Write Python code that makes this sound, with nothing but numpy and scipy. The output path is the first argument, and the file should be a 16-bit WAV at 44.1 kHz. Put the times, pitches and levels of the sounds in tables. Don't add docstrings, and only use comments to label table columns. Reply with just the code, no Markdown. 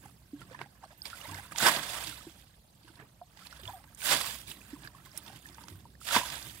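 import sys
import numpy as np
from scipy import signal
from scipy.fft import rfft, irfft
from scipy.io import wavfile
from scipy.ndimage import uniform_filter1d

SR = 44100
rng = np.random.default_rng(int(sys.argv[2]) if len(sys.argv) > 2 else 0)


def output_pcm(signal):
    pcm = np.clip(np.atleast_2d(signal).T, -1, 1) * 32767
    wavfile.write(sys.argv[1], SR, np.round(pcm).astype(np.int16))


N = 291060

# freq_hz, relative density_db (per Hz)
SPRAY_SPECTRUM = [(1290, -11.5), (2200, -6), (2940, -2.5), (3500, -0.5), (4350, -5.5), (4880, -3.5),
                  (5530, -8.5), (9480, -6), (11600, -11), (14800, -10), (16000, -10)]
CHURN_SPECTRUM = [(240, -30), (400, -28), (446, -5.5), (630, 2), (778, -0.5), (954, 3.5), (1320, 1),
                  (1580, 3), (2600, -8), (3380, -8.5), (5720, -120)]
SLOSH_SPECTRUM = [(62, -40.5), (105, 4.5), (252, -2.5), (285, 0), (334, -2.5), (366, -5), (450, -12),
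                  (580, -45.5), (990, -120)]
# time_s, gain_db
TREBLE_GAIN = [(0, 5), (.4, 0.5), (.8, -5), (1.0, -3.5), (1.4, 4), (1.67, -1.5), (2.2, -0.5), (2.95, -4),
               (3.5, -2), (3.9, 7), (4.13, -2.5), (4.6, 3.5), (4.95, 4), (5.25, -2), (5.6, 4), (6.17, -2),
               (6.6, 2.5)]
TREBLE_DB_PER_DB = 0.16
CLUMP_DB, CLUMP_S = 1.6, 0.012


def water():
    spray_db, churn_db, slosh_db = flow()

    tick = rng.standard_normal((2, 200)) * np.exp(-np.arange(200) / 58.0)
    ticks_per_s = 300 * amp(0.43 * (spray_db + 51.5))
    ticks = evened(signal.oaconvolve(grains(ticks_per_s, 1.0), tick, axes=1)[:, :N])
    fizz = bubbles(1968, 12880, 34 * amp(0.7 * (spray_db + 55.5)), cycles=9.6, spread_db=1.8)
    spray = colour(0.37 * ticks + 0.7 * fizz + 1.12 * patchy(0.93, 1.4), SPRAY_SPECTRUM)
    treble_db = np.interp(np.arange(N) / SR, *np.transpose(TREBLE_GAIN))
    treble_db = np.clip(treble_db + TREBLE_DB_PER_DB * (spray_db - churn_db), -9, 9)
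    treble = signal.sosfilt(signal.butter(2, 6500, "high", fs=SR, output="sos"), spray)
    spray = spray + (amp(treble_db) - 1) * treble

    rings = bubbles(405.6, 2626, 55 * amp(0.7 * (churn_db + 60.5)), cycles=6.5, spread_db=2.6)
    churn = colour(1.27 * rings + 0.5 * ticks + 1.23 * patchy(2.8, 1.5), CHURN_SPECTRUM)

    slosh = colour(rng.standard_normal((2, N)), SLOSH_SPECTRUM)
    upper = signal.sosfilt(signal.butter(2, 210, "high", fs=SR, output="sos"), slosh)
    slosh = slosh + (amp(0.64 * (slosh_db + 52.5)) - 1) * upper

    flicker = evened(uniform_filter1d(rng.standard_normal(N), size=round(CLUMP_S * SR)))
    clumps = evened(amp(CLUMP_DB * flicker))
    return clumps * (amp(spray_db) * spray + amp(churn_db) * churn) + amp(slosh_db) * slosh


# time_s, spray_db, churn_db, slosh_db
DITCH_LEVELS = [(0, -66, -84.5, -62), (.2, -74.5, -81, -70), (.5, -67, -66, -59), (.75, -75.5, -74, -69),
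                (1.02, -70, -72, -69.5), (1.1, -55, -58, -64), (1.4, -57, -55, -63), (1.5, -61, -62, -61),
                (2.19, -57.5, -62, -63.5), (2.4, -63.5, -71, -68), (2.63, -80, -83, -77),
                (2.949, -66.5, -69, -66), (3.179, -86.5, -86.5, -74), (3.33, -71.5, -74, -71),
                (3.439, -61, -65.5, -67), (3.701, -60, -59, -64), (3.86, -71.5, -67.5, -68.5),
                (4.65, -59.5, -64.5, -60.5), (4.8, -63, -67, -59), (4.91, -72, -72, -67),
                (5.2, -59.5, -65.5, -63.5), (5.42, -63, -68, -64), (5.72, -65, -67, -57),
                (5.97, -75.5, -80.5, -63.5), (6.6, -79.5, -79, -60.5)]
# peak_s, spray_db, churn_db, slosh_db, swell_s, ebb_s
SWASH_EVENTS = [(0.056, -60, -57.5, -56, .07, 0.062), (.42, -57.5, -57.5, -53.5, .05, 0.043),
                (.55, -61, -52, -65, .07, .03), (.62, -58, -47, -46, .04, .04),
                (.845, -62, -57.5, -67, .05, 0.049), (.92, -63.5, -60, -70.5, .06, 0.059),
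                (1.058, -43.5, -52.5, -66, .015, .06), (1.11, -51, -57, -73, .05, 0.037),
                (1.17, -51.5, -63, -73.5, 0.042, .12), (1.24, -54, -54, -67, .06, 0.058),
                (1.32, -52, -52, -50.5, .08, 0.081), (1.38, -51, -51, -57, .08, .07),
                (1.522, -49, -51, -51.5, 0.018, 0.049), (1.63, -31.5, -34, -38, .03, 0.049),
                (1.77, -42.5, -36, -43.5, .03, 0.071), (1.97, -43, -44, -63, .15, .09),
                (2.078, -42, -54, -52.5, .04, .12), (2.281, -60.5, -61, -56.5, .06, 0.053),
                (2.4, -63, -74, -70, 0.074, .06), (2.88, -66, -66, -66, .1, 0.098),
                (3.0, -66, -55, -55, .03, 0.089), (3.4, -58, -63.5, -70, .06, .07),
                (3.47, -52.5, -64, -63, .07, 0.023), (3.53, -56, -55.5, -68, .05, .05),
                (3.679, -56, -57.5, -59.5, .12, 0.097), (4.34, -47.5, -64.5, -62, .06, 0.026),
                (4.415, -55, -62, -65, .04, 0.043), (4.5, -48, -60, -52.5, .06, .07),
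                (4.72, -61.5, -60, -66, .07, .07), (4.855, -54.5, -54, -54.5, .06, .05),
                (4.97, -64, -61, -67, .05, .08), (5.06, -60, -62, -62, .05, .07),
                (5.18, -53, -57, -70, .05, 0.048), (5.275, -56.5, -53, -56.5, .07, .12),
                (5.368, -56.5, -62.5, -56, 0.12, .04), (5.5, -60.5, -62, -55, .08, .05),
                (5.62, -62.5, -58, -70, .1, 0.058), (5.7, -57, -63, -55, .03, 0.067),
                (6.166, -36, -34, -35.5, 0.015, 0.029), (6.33, -47, -47.5, -53, .07, .1),
                (6.47, -55.5, -67, -55.5, 0.086, .1)]
SWASH_DB = 20
# first_drops_s, sheet_front_s, front_re_top_db, body_s, body_re_top_db,
# top_s, spray_db, churn_db, slosh_db, collapse_s, patter_db, patter_fade_db_per_s, patter_end_s
THROW_EVENTS = [(1.55, 1.585, -11, 1.63, -5, 1.67, -25, -24, -39, 0.095, -40, 22, 2.1),
                (3.973, 4.028, -15, 4.06, -9, 4.135, -25, -28.5, -43.5, 0.07, -37, 49.5, 4.336),
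                (6.004, 6.086, -12, 6.13, -8, 6.168, -25.5, -25, -42, .06, -41.5, 38, 6.6)]
FIRST_DROPS_RE_TOP_DB = -34
DRIP_OFF_DB_PER_S = 136
RISE_RATIOS, FALL_RATIOS = [[1], [1.7], [2.25]], [[1], [1.35], [1.13]]


def flow():
    t = np.arange(0, N / SR + 0.002, 0.001)
    ditch_s, *ditch_db = np.transpose(DITCH_LEVELS)
    power = amp([np.interp(t, ditch_s, db) for db in ditch_db]) ** 2

    for peak_s, *levels_db, swell_s, ebb_s in SWASH_EVENTS:
        slope_db = SWASH_DB * np.where(t < peak_s, (t - peak_s) / swell_s, (peak_s - t) / ebb_s)
        power = power + amp(np.add.outer(levels_db, slope_db)) ** 2

    for (first_s, front_s, front_db, body_s, body_db, top_s, *levels_db,
         collapse_s, patter_db, fade_db_per_s, end_s) in THROW_EVENTS:
        drop_db = patter_db - levels_db[0]
        end_db = drop_db - fade_db_per_s * (end_s - top_s - collapse_s)
        shape_db = np.interp(
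            t, [first_s, front_s, body_s, top_s, top_s + collapse_s, end_s, end_s + 1],
            [FIRST_DROPS_RE_TOP_DB, front_db, body_db, 0, drop_db, end_db, end_db - DRIP_OFF_DB_PER_S],
            left=-200)
        ratios = np.where(t < top_s, RISE_RATIOS, FALL_RATIOS)
        power = power + amp(np.array(levels_db)[:, None] + ratios * shape_db) ** 2
    return (np.interp(np.arange(N) / SR, t, db) for db in 10 * np.log10(power))


# start_s, level_db, pitch_hz, decay_cycles (to -60 dB)
PLOP_EVENTS = [(.056, -38, 812, 26), (.332, -29, 285, 28.5), (.394, -40, 3200, 40), (0.416, -38, 1350, 41),
               (0.511, -41, 511, 34), (0.546, -35, 985, 34), (.613, -35, 1570, 30), (.659, -46, 798, 37),
               (.838, -36.5, 780, 25), (.851, -43, 4230, 45), (1.019, -23, 4770, 41),
               (1.054, -32, 2290, 35), (1.056, -33, 3330, 40), (1.13, -31.5, 1370, 37),
               (1.144, -38, 1420, 38), (1.213, -33, 2840, 48), (1.253, -37.5, 906, 33),
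               (1.255, -36, 2080, 38), (1.284, -40.5, 283.3, 22), (1.288, -34, 4920, 45),
               (1.333, -36.5, 1680, 37), (1.345, -37, 1540, 35), (1.348, -34, 2080, 38),
               (1.36, -35, 4780, 45), (1.375, -34, 1585, 35), (1.395, -37, 1560, 37),
               (1.451, -43, 1337, 36), (1.521, -29, 1190, 27), (1.521, -35.5, 2370, 35),
               (1.55, -35, 904, 33), (1.603, -22, 1430, 30), (1.656, -16, 3540, 45), (1.748, -28, 655, 30),
               (1.794, -25, 3290, 43), (2.037, -29, 2480, 35), (2.071, -42, 302.6, 43),
               (2.126, -37, 1369, 35), (2.208, -42, 1230, 38), (2.268, -34.5, 325, 21),
               (2.846, -50, 322.5, 25), (2.887, -46.5, 1470, 46), (2.898, -46, 326, 24),
               (2.999, -40, 697, 15), (3.021, -44, 429, 18), (3.214, -34, 699, 40), (3.371, -46.5, 865, 36),
               (3.42, -43, 1310, 42), (3.456, -42, 2405, 46), (3.517, -42, 4430, 45),
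               (3.526, -38, 1416, 35), (3.594, -47, 540.5, 20.5), (3.633, -46.5, 367.6, 28.5),
               (3.633, -36, 3110, 38), (3.654, -29, 2880, 37), (3.677, -27.5, 3350, 53),
               (3.754, -44, 3630, 45), (3.799, -47.5, 800, 37), (3.84, -52, 870, 35),
               (4.005, -34, 2279, 35), (4.025, -32, 1510, 35), (4.209, -30.5, 1056, 33),
               (4.243, -32, 1085, 35), (4.326, -27, 7215, 60), (4.343, -35, 2280, 35),
               (4.473, -38, 3631, 42), (4.481, -37, 2313, 38), (4.513, -31, 2960, 39),
               (4.615, -41.5, 2500, 34), (4.731, -30, 284, 18), (4.849, -37.5, 1595, 37),
               (4.85, -41, 2520, 37), (4.873, -39, 1670, 37), (4.947, -46, 1080, 40),
               (4.984, -48, 1290, 40), (5.069, -48, 1029, 35), (5.116, -40, 5120, 50),
               (5.144, -49, 612, 32), (5.174, -39.5, 2032, 35), (5.1745, -19, 5400, 25),
               (5.174, -49, 308.4, 29), (5.277, -40.5, 865, 35), (5.299, -44, 768, 33),
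               (5.329, -44, 797, 35), (5.456, -40.5, 1740, 37), (5.583, -44, 890, 40),
               (5.638, -44, 925, 35), (5.714, -48, 308, 27), (5.854, -43.5, 930, 32),
               (5.952, -46, 1749, 22), (6.014, -34.5, 1294, 22.5), (6.086, -27, 1798, 35),
               (6.109, -24, 1370, 33), (6.149, -17, 1141, 30), (6.1635, -8, 962, 22), (6.212, -28, 970, 33),
               (6.232, -29, 975, 36), (6.377, -38, 908, 35)]
PLOP_ATTACK_S, PLOP_ATTACK_CYCLES = 0.0011, 0.56


def plops():
    out = np.zeros((2, N))
    chance = rng.standard_normal((len(PLOP_EVENTS), 12))
    for (start_s, level_db, pitch_hz, decay_cycles), (phase, *wobble) in zip(PLOP_EVENTS, chance):
        t = np.arange(round(decay_cycles / pitch_hz * SR)) / SR
        ripple_db = 2.34 * np.interp(t, np.linspace(0, t[-1], len(wobble)), wobble)
        decay_db = -60 * t * pitch_hz / decay_cycles
        attack = 1 - np.exp(-t / (PLOP_ATTACK_S + PLOP_ATTACK_CYCLES / pitch_hz))
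        turns = pitch_hz * t * (1 + 0.0011 * pitch_hz * t) + np.array([[0], [phase]])
        add(out, start_s, amp(level_db + ripple_db + decay_db) * attack * np.sin(2 * np.pi * turns))
    return out


# start_s, level_db, first_pitch_hz, last_pitch_hz, length_s
GURGLE_EVENTS = [(0.828, -45.5, 695, 1350, 0.0182), (0.849, -55, 704, 600, 0.016),
                 (0.904, -54, 620, 600, 0.018), (0.926, -53.5, 670, 835, 0.0072),
                 (1.242, -53, 516, 670, 0.025), (1.286, -46, 946, 1170, 0.02),
                 (1.311, -45.5, 828, 1005, 0.039), (1.383, -46.5, 774, 840, 0.024),
                 (3.678, -45, 562, 1074, 0.043), (3.682, -44.5, 1002, 955, 0.0213),
                 (3.731, -44.5, 808, 720, 0.031), (3.756, -54.5, 696, 690, 0.033),
                 (4.753, -54, 1300, 882, 0.02), (4.995, -61.5, 1250, 1399, 0.029),
                 (0.545, -45.5, 1700, 1890, 0.009), (5.595, -61, 998, 930, .045),
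                 (3.215, -49, 1173, 730, 0.0049)]


def gurgles():
    out = np.zeros((2, N))
    chance = rng.standard_normal((len(GURGLE_EVENTS), 18))
    for (start_s, level_db, first_hz, last_hz, length_s), (p, q, *flutter) in zip(GURGLE_EVENTS, chance):
        hz = np.geomspace(first_hz, last_hz, round(length_s * SR))
        knots_s = np.arange(len(flutter)) * 0.0065
        flutter_db = 2.3 * np.interp(np.arange(len(hz)) / SR, knots_s, flutter)
        tone = np.sin(2 * np.pi * (np.cumsum(hz) / SR + np.array([[p], [q]])))
        add(out, start_s, amp(level_db + flutter_db) * signal.windows.tukey(len(hz), 0.45) * tone)
    return out


# start_s, puff_db, centre_hz, width_octaves, smack_db
SLAP_EVENTS = [(0.0566, -48, 7940, 0.81, -69), (0.416, -49.5, 2600, .95, -53), (0.59, -54, 2730, 1, -39.5),
               (0.614, -44, 3280, 0.76, -30.5), (1.0545, -33, 4670, 0.27, -41),
               (1.065, -36, 4630, 0.23, -57), (1.1002, -42, 3380, .98, -46),
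               (1.3126, -36.5, 6650, 0.86, -65), (1.3437, -37, 5200, 0.84, -50),
               (1.5196, -65, 2537, 0.85, -47), (1.5595, -35.5, 3500, 0.93, -35.5),
               (1.584, -21.5, 5970, 0.64, -33.5), (1.763, -25.5, 3830, 0.43, -39),
               (2.038, -29, 7900, 0.25, -42), (2.043, -33, 3450, 0.6, -47), (2.0715, -34, 4230, 0.38, -52),
               (2.422, -53.5, 2996, 0.5, -70), (2.8485, -54, 2760, 0.38, -76),
               (2.9557, -52, 4050, .48, -64), (2.9983, -57, 1998, .5, -46),
               (3.3723, -45.5, 3055, 0.98, -77.5), (3.3907, -51, 2600, 1, -72),
               (3.4692, -43, 3903, 0.48, -52), (3.5087, -48, 3660, .56, -64), (3.5265, -47, 4850, 0.3, -54),
               (3.6342, -47, 3140, 1, -56), (3.6548, -47, 3220, .94, -68), (3.8401, -55, 3150, .97, -50.5),
               (3.948, -41, 8110, 0.53, -68), (4.0173, -37, 3090, 1, -44), (4.244, -38, 3000, 0.88, -44),
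               (4.309, -40, 3450, .89, -43), (4.345, -40, 5000, .4, -63), (4.5145, -37.5, 3050, 0.42, -44),
               (4.8343, -42, 3690, .3, -46), (4.8736, -41, 4434, 0.32, -42), (5.0506, -53, 4320, 0.97, -57),
               (5.1658, -42, 8040, 0.94, -62), (5.1755, -25.5, 10000, 0.49, -54),
               (5.2629, -43, 4450, 0.84, -54), (5.2799, -43, 3870, .64, -59), (5.36, -48, 3130, .75, -58),
               (5.465, -42, 8740, 0.91, -52), (5.4875, -45, 3670, .95, -68), (5.5445, -45, 5250, .75, -60),
               (5.5817, -66, 2940, 0.99, -41), (5.637, -45.5, 4510, 0.76, -69),
               (5.683, -40, 5100, .98, -40.5), (6.0882, -31.5, 2680, 0.91, -48),
               (6.1626, -24, 2496, .95, -20.5), (6.3007, -32, 4027, 1, -49), (6.355, -38, 4550, 0.59, -55),
               (6.426, -38, 5490, 0.65, -60), (6.4968, -41, 3420, 0.35, -65)]
SLAP_T60_S = 0.014


def slaps():
    out = np.zeros((2, N))
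    noise = rfft(rng.standard_normal((len(SLAP_EVENTS), 2, 4096)))
    t, hz = np.arange(4096) / SR, np.fft.rfftfreq(4096, 1 / SR) + 1
    for (start_s, puff_db, centre_hz, width_octaves, smack_db), n in zip(SLAP_EVENTS, noise):
        t60_s = SLAP_T60_S * (3500 / centre_hz) ** 0.35
        puff_band = np.exp(-(np.log2(hz / centre_hz) / width_octaves) ** 2)
        smack_band = np.exp(-np.log2(hz / 1200) ** 2)
        puff = amp(puff_db) * evened(irfft(n * puff_band))
        smack = amp(smack_db) * evened(irfft(n * smack_band))
        decay = amp(-60 * t / t60_s) + 0.16 * amp(-18 * t / SLAP_T60_S)
        attack = 1 - np.exp(-t / 0.00087)
        add(out, start_s, decay * attack * (puff + smack))
    return out


# loudest_s, level_db, pitch_hz, swell_s
BOOM_EVENTS = [(1.365, -49, 93.8, 0.14), (3.675, -50, 100, 0.058), (5.745, -48.5, 95, 0.056)]
BOOM_START_DB, BOOM_FADE_DB_PER_S, BOOM_TAIL_S = -22, 188, 0.21


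def bucket():
    out = np.zeros((2, N))
    for loudest_s, level_db, pitch_hz, swell_s in BOOM_EVENTS:
        t = np.arange(-swell_s, BOOM_TAIL_S, 1 / SR)
        shape_db = np.where(t < 0, BOOM_START_DB * (t / swell_s) ** 2, -BOOM_FADE_DB_PER_S * t)
        note = np.sqrt(2) * np.sin(2 * np.pi * pitch_hz * t)
        boom = amp(level_db + shape_db) * note * signal.windows.tukey(len(t), 0.2)
        add(out, loudest_s - swell_s, boom[None])
    return out


# pitch_hz (nominal), level_db, t60_s
BANGLE_MODES = [(13550, -1.5, 0.22), (8600, -20, 0.29)]
# start_s, level_db, lower_mode_extra_db
TINKLE_EVENTS = [(0.9772, -55, 10), (1.025, -49.5, 17.5), (1.1598, -54, 0), (1.252, -51, 8),
                 (1.9071, -57, 10), (2.0033, -45, -10.5), (3.6153, -53, 3), (3.688, -58, 0),
                 (3.732, -49.5, 14.5), (4.2662, -39, -5), (5.2345, -51, -3), (5.3956, -64, 1),
                 (5.7568, -56.5, 13)]


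def bangles():
    out, t = np.zeros((2, N)), np.arange(12000) / SR
    chance = rng.random((len(TINKLE_EVENTS), 2, 4))
    for (start_s, level_db, lower_db), draws in zip(TINKLE_EVENTS, chance):
        for (pitch_hz, mode_db, t60_s), extra_db, (a, b, p, q) in zip(BANGLE_MODES, (0, lower_db), draws):
            phase = np.array([[p], [q]])
            pair = sum(np.sin(2 * np.pi * (pitch_hz * (1 + 0.028 * (detune - 0.5)) * t + phase))
                       for detune in (a, b))
            add(out, start_s, 0.5 * amp(level_db + mode_db + extra_db - 60 * t / t60_s) * pair)
    return out


CRICKET_HZ, CRICKET_DB = 8300, -70.5
FIRST_S, PERIOD_S, PAIR_S, CHIRP_S = 0.091, 0.186, 0.046, 0.024


def cricket():
    t = np.arange(N) / SR
    beat_s = (t - FIRST_S) % PERIOD_S
    gate = sum(np.sin(np.pi * np.clip((beat_s - delay_s) / CHIRP_S, 0, 1)) for delay_s in (0, PAIR_S))
    return amp(CRICKET_DB) * gate * np.sin(2 * np.pi * (CRICKET_HZ * t + rng.random((2, 1))))


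# freq_hz, relative density_db (per Hz)
AIR_SPECTRUM = [(65, -23.5), (110, 0.5), (332, -24), (463, -13.5), (748, -11.5), (960, -17.5),
                (1690, -23.5), (1910, -25), (4580, -20.5), (6140, -26.5), (8560, -24), (14700, -25),
                (16000, -30)]
RUMBLE_SPECTRUM = [(15, -52.5), (25, -25), (27, -27), (39, -4.5), (59, 1.5), (135, -3), (220, -10),
                   (290, -55), (480, -120)]
AIR_DB, RUMBLE_DB = -66.5, -64
# time_s, level_db
HUM_LEVELS = [(0, -67), (.9, -80), (1.15, -65), (1.73, -66), (2.04, -60), (2.65, -76), (3.33, -78),
              (3.64, -60), (3.9, -71), (4.15, -62), (4.82, -64), (5.05, -71), (5.7, -62), (5.96, -66.5),
              (6.4, -59.5), (6.6, -68)]
HUM_HZ, HUM_WANDER_HZ = 62.2, 2.75


def distance():
    t = np.arange(N) / SR
    hz = HUM_HZ + HUM_WANDER_HZ * evened(uniform_filter1d(rng.standard_normal(N), size=8000))
    hum_db = np.interp(t, *np.transpose(HUM_LEVELS))
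    hum = np.sqrt(2) * amp(hum_db) * np.sin(2 * np.pi * np.cumsum(hz) / SR)
    rumble = colour(rng.standard_normal((2, N)), RUMBLE_SPECTRUM)
    air = colour(patchy(3.9, 0), AIR_SPECTRUM)
    return amp(AIR_DB) * air + amp(RUMBLE_DB) * rumble + hum


def bubbles(lo_hz, hi_hz, per_s, cycles, spread_db):
    spectrum, t = 0, np.arange(1200) / SR
    pitches_hz = np.geomspace(lo_hz, hi_hz, num=20)
    bends = rng.uniform(-0.0024, 0.0035, size=20)
    for hz, bend in zip(pitches_hz, bends):
        envelope = np.exp(-t * hz / cycles) * (1 - np.exp(-t * hz))
        ring = np.sin(2 * np.pi * hz * t * (1 + bend * hz * t)) * envelope
        spectrum = spectrum + rfft(grains(per_s, spread_db)) * rfft(hz * ring, N)
    return evened(irfft(spectrum, N))


def grains(per_s, spread_db):
    out = np.zeros((2, N))
    at = np.flatnonzero(rng.random(N) < per_s / SR)
    size, left, right = rng.random((len(at), 3)).T
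    size = amp(spread_db * np.minimum(-np.log(1 - size), 3.2)) / np.sqrt(per_s[at])
    out[:, at] = size * np.sign(np.array([left, right]) - 0.5)
    return out


def patchy(depth_db, broad_db):
    z = signal.stft(rng.standard_normal((2, N)), nperseg=256, noverlap=192)[2]
    patches = smooth(rng.standard_normal(z.shape[1:]), 6, 8)
    broad = smooth(patches, 6, 30)
    gain = amp(depth_db * evened(patches) + broad_db * evened(broad))
    return evened(signal.istft(z * gain, nperseg=256, noverlap=192)[1][:, :N])


def smooth(grid, bins, frames):
    return uniform_filter1d(uniform_filter1d(grid, size=bins, axis=0), size=frames, axis=1)


def colour(x, spectrum):
    gain = amp(read(spectrum, np.fft.rfftfreq(x.shape[1], 1 / SR)))
    return evened(irfft(rfft(x) * gain, x.shape[1]))


def amp(db):
    return 10 ** (np.asarray(db) / 20)


def evened(x):
    return x / np.sqrt(np.mean(x ** 2) + 1e-20)


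def read(points, hz):
    f, value = np.transpose(points)
    return np.interp(np.log(hz + 1), np.log(f + 1), value)


def add(mix, start_s, sound):
    part = mix[:, round(start_s * SR):][:, :sound.shape[1]]
    part += sound[:, :part.shape[1]]


def ports(pair, shadow, same, lead):
    hz = np.fft.rfftfreq(N, 1 / SR)
    direct, scattered = rfft(pair)
    likeness = np.clip(read(same, hz), 0, 1)
    gain = amp(read(shadow, hz))
    turn = np.exp(1j * read(lead, hz))
    left = gain * (likeness * turn * direct + np.sqrt(1 - likeness ** 2) * scattered)
    level = 2 / np.sqrt(1 + gain ** 2 + 2 * likeness * gain * turn.real)
    return irfft(np.array([left, direct]) * level, N)


# freq_hz, difference_db
NEAR_SHADOW = [(60, 6), (110, -6.5), (200, -2), (380, -5), (700, -2.0), (1290, -5), (2380, -12), (4400, -8),
               (8120, -18.5), (15000, -10.5)]
FAR_SHADOW = [(60, -3), (400, -2), (2400, -4), (4400, -3), (8100, -7.5), (15000, -3)]
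# freq_hz, likeness (0 to 1)
NEAR_LIKENESS = [(60, .98), (300, .97), (700, .93), (1400, .78), (3000, .45), (7000, .25), (15000, .15)]
FAR_LIKENESS = [(60, .97), (200, .93), (500, .3), (1400, .1), (15000, .05)]
# freq_hz, lead_rad
NEAR_LEAD = [(60, 0), (1100, .1), (1460, -.5), (1810, -3.6), (2840, -7.8), (15000, -7.8)]


def scene():
    near = water() + plops() + gurgles() + slaps() + bucket() + bangles()
    far = cricket() + distance()
    near_ports = ports(near, NEAR_SHADOW, NEAR_LIKENESS, NEAR_LEAD)
    far_ports = ports(far, FAR_SHADOW, FAR_LIKENESS, lead=[(60, 0.048)])
    return near_ports + far_ports


EDGE_HZ = 15800


def record(dry):
    lowpass = signal.firwin(511, EDGE_HZ, window=("kaiser", 9), fs=SR)
    return signal.oaconvolve(dry, lowpass[None], "same")


dry = scene()
out = record(dry)
output_pcm(out)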